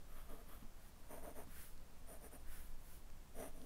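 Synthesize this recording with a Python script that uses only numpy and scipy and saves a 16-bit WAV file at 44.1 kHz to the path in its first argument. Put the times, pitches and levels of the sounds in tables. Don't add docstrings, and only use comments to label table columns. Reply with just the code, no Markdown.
import sys
import numpy as np
from scipy import signal
from scipy.fft import rfft, irfft
from scipy.io import wavfile
from scipy.ndimage import uniform_filter1d

SR = 44100
rng = np.random.default_rng(int(sys.argv[2]) if len(sys.argv) > 2 else 0)


def unload_audio(sound):
    columns = np.transpose(np.atleast_2d(sound))
    steps = np.round(np.clip(columns, -1, 1) * 32767)
    wavfile.write(sys.argv[1], SR, steps.astype(np.int16))


N = 160965

# start in seconds, length in seconds, fastest point as a share
# of the length, board level in dB, board tilt in dB per octave, pencil level in dB, grip.
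PENCIL_STROKES = [ (0.048, 0.28, 0.49, -72, 3.5, -69.5, "damped"),
                  (0.279, 0.22, 0.086, -60.5, -2.5, -69, "damped"),
                  (0.450, 0.21, 0.22, -66.5, 0, -66.5, "damped"), (0.960, 0.17, 0.28, -75, 3, -73, "firm"),
                  (1.079, 0.15, .45, -53, -0.5, -60, "firm"), (1.208, 0.15, 0.28, -53, -1.5, -63.5, "firm"),
                  (1.337, 0.12, 0.41, -55.5, 0, -62.5, "firm"), (1.927, .110, 0.46, -85, -5, -81, "light"),
                  (2.060, 0.14, 0.34, -57.5, -1, -60, "light"), (2.19, 0.11, .55, -62, -1, -66, "light"),
                  (2.307, 0.084, .48, -56, -0.5, -60, "light"),
                  (2.383, 0.06, 0.31, -68.5, -5, -73, "light"), (3.335, 0.19, .38, -52.5, -1, -62, "long"),
                  (3.513, 0.27, 0.21, -60, -6.5, -71, "long"), ]
GRIP_MODES = { "damped": [(1216, 180, 9), (3250, 290, -0.5), (9770, 550, 1.5), (13160, 580, 4.5)],
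              "firm": [(930, 51, 6.5), (6200, 430, -12), (9450, 200, 2.5), (13150, 770, -5.5)],
              "light": [(596, 47, 3), (1790, 470, -21), (5860, 310, -11), (9370, 230, 7),
              (13060, 540, -1.5)], "long": [(3330, 590, -16), (5900, 240, -6), (9470, 350, 2.5),
              (12900, 750, -7)], }
WOOD_MODES = [(174, 44, -8), (257.6, 30, 2.5), (282, 9.3, -0.5), (440.4, 42, 1), (500, 34, -7),
              (610, 36, 4.5), (679, 31, 3.5), (750, 27, -21), (830, 43, -10.5), (1215, 87, -9),
              (1650, 240, -16), (2050, 220, -19)]
# start in seconds, length in seconds, fastest point
# as a share of the length, hiss level in dB, rub level in dB, board rumble level in dB.
HAND_SLIDES = [ (0.705, 0.23, 0.78, -67.5, -74.5, -64), (1.421, 0.37, 0.51, -56, -65.5, -52),
               (2.426, 0.39, .28, -58.5, -66.5, -45.5), (2.698, .35, 0.71, -62.5, -75, -57), ]
# start in seconds, peak in dB.
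PENCIL_TICKS = [(1.7779, -52), (3.1014, -54), (3.6167, -51)]
HAND_BUMPS = [(0.626, -48), (0.644, -53.5), (1.473, -50.5)]
# frequency in Hz, relative level in dB.
SCRATCH_TONE = [(200, -23), (1000, -3), (1800, 10.5), (2700, 5.5), (4500, -11), (7000, -18), (10500, 5.5),
                (14500, 1), (16000, -14)]
HISS_TONE = [(500, -14), (2500, -9), (4500, -11), (8000, -10), (9700, -2), (11300, -2.5), (13500, -3.5),
             (15200, -5), (16000, -1.5)]
RUB_TONE = [(150, -23), (600, -6), (950, -11), (1500, 4.5), (2000, 0), (2700, -8), (3450, -11), (4200, -21),
            (8000, -22), (16000, -38)]
TICK_TONE = [(200, -15), (1500, -1), (3500, 4), (7000, -1.5), (11000, -6), (16000, -25)]
BUMP_TONE = [(50, -2), (150, -1.5), (260, 3), (400, -22), (800, -19.5), (2000, -35), (16000, -49)]
RUMBLE_TONE = [(1, -14.5), (6, -1), (16, 3.5), (26, -9.5), (40, -16.5), (60, -15), (80, -24.5),
               (130, -41.5), (300, -41.5), (1000, -76)]
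ROOM_TONE = [(30, -0.5), (170, 2), (300, -6.5), (600, -7.5), (1100, -10.5), (2000, -16.5), (4000, -19.5),
             (9000, -21), (15500, -22.5)]

CATCHES_PER_S, CATCH_SPREAD_DB = 9000, 3.5
SKIN_GRAINS_PER_S, SKIN_SPREAD_DB = 25000, 1.5
PRESSURE_DB, PRESSURE_CHANGES_PER_S = 2, 23
PENCIL_EXPONENT, BOARD_EXPONENT = 1.1, 1.4
HISS_EXPONENT, RUB_EXPONENT = 2.0, 2.4
SPEED_PEAKINESS = 0.44
SCRATCH_DB = -12.5
BOARD_DULL_HZ = 2780
RUB_LEAD_S = .025
TOP_HZ = 15650


def pencil_strokes():
    ring, tip, wood = 0, 0, 0
    pressure = undb(PRESSURE_DB * wander(PRESSURE_CHANGES_PER_S))
    board = resonances(WOOD_MODES) / (1 + (freqs() / BOARD_DULL_HZ) ** 2)
    octaves = np.log2(np.clip(freqs(), 150, 2000))
    grips = {grip: resonances(modes) for grip, modes in GRIP_MODES.items()}
    for start, length, fastest, board_db, tilt_db, pencil_db, grip in PENCIL_STROKES:
        speed = hand_speed(start, length, fastest)
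        force = catches(speed, CATCHES_PER_S, CATCH_SPREAD_DB) * pressure
        drive = force * speed ** PENCIL_EXPONENT * undb(pencil_db)
        ring += shaped(drive, grips[grip])
        tip += drive
        tilted_board = board * undb(tilt_db * octaves)
        wood += undb(board_db) * shaped(force * speed ** BOARD_EXPONENT, tilted_board)
    scratch = undb(SCRATCH_DB) * shaped(tip, colour(SCRATCH_TONE))
    return ring + wood + scratch


def catches(speed, per_s, spread_db):
    chance = np.clip(per_s * (speed + .1) / SR, 1e-4, 1)
    size = undb(spread_db * np.minimum(rng.exponential(size=N), 4))
    caught = rng.random(N) < chance
    return caught * np.sign(noise()) * size / np.sqrt(chance * np.mean(size ** 2))


def hand_speed(start, length, fastest):
    times = start + length * np.array([0, fastest, 1])
    ramp = np.interp(np.arange(N) / SR, times, [0, 1, 0])
    return SPEED_PEAKINESS * ramp + (1 - SPEED_PEAKINESS) * np.sin(np.pi / 2 * ramp)


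def hand_slides():
    hiss, rub, rumble = 0, 0, 0
    for start, length, fastest, hiss_db, rub_db, rumble_db in HAND_SLIDES:
        speed = hand_speed(start, length, fastest)
        early_speed = hand_speed(start - RUB_LEAD_S, length, fastest)
        grains = catches(speed, SKIN_GRAINS_PER_S, SKIN_SPREAD_DB)
        hiss += grains * speed ** HISS_EXPONENT * undb(hiss_db)
        rub += noise() * early_speed ** RUB_EXPONENT * undb(rub_db)
        rumble += noise() * early_speed * undb(rumble_db)
    skin = shaped(hiss, colour(HISS_TONE)) + shaped(rub, colour(RUB_TONE))
    return skin + shaped(rumble, colour(RUMBLE_TONE))


def touches(events, tone, decay_s):
    contacts, t = 0, np.arange(N) / SR
    for start, peak_db in events:
        envelope = (t >= start) * np.exp(-np.abs(t - start) / decay_s)
        burst = shaped(noise() * envelope, colour(tone))
        contacts += burst * undb(peak_db) / np.abs(burst).max()
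    return contacts


def room(rumble_db, hiss_db):
    rumble = undb(rumble_db) * shaped(noise(), colour(RUMBLE_TONE))
    hiss = undb(hiss_db) * shaped(noise(), colour(ROOM_TONE))
    return rumble + hiss


def undb(db):
    return 10 ** (np.asarray(db) / 20)


def freqs():
    return np.maximum(np.arange(N // 2 + 1) * SR / N, 1e-3)


def colour(points):
    hz, db = np.array(points, float).T
    return undb(np.interp(np.log(freqs()), np.log(hz), db))


def resonances(modes):
    f = freqs()
    powers = (undb(2 * db) / (1 + ((f * f - hz * hz) / (f * width)) ** 2) for hz, width, db in modes)
    return np.sqrt(sum(powers))


def shaped(x, gain):
    return irfft(rfft(x) * gain / np.sqrt(np.mean(gain ** 2)), N)


def noise():
    return rng.standard_normal(N)


def wander(changes_per_s):
    window = int(SR / changes_per_s)
    drift = uniform_filter1d(uniform_filter1d(noise(), window), window)
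    return drift / drift.std()


def scene():
    mono = pencil_strokes() + hand_slides()
    mono += touches(PENCIL_TICKS, TICK_TONE, decay_s=.0006)
    mono += touches(HAND_BUMPS, BUMP_TONE, decay_s=.014)
    mono += room(rumble_db=-50, hiss_db=-65)
    return np.array([mono, mono])


def record(dry):
    return signal.sosfilt(signal.ellip(10, .2, 70, TOP_HZ, fs=SR, output="sos"), dry)


dry = scene()
out = record(dry)
unload_audio(out)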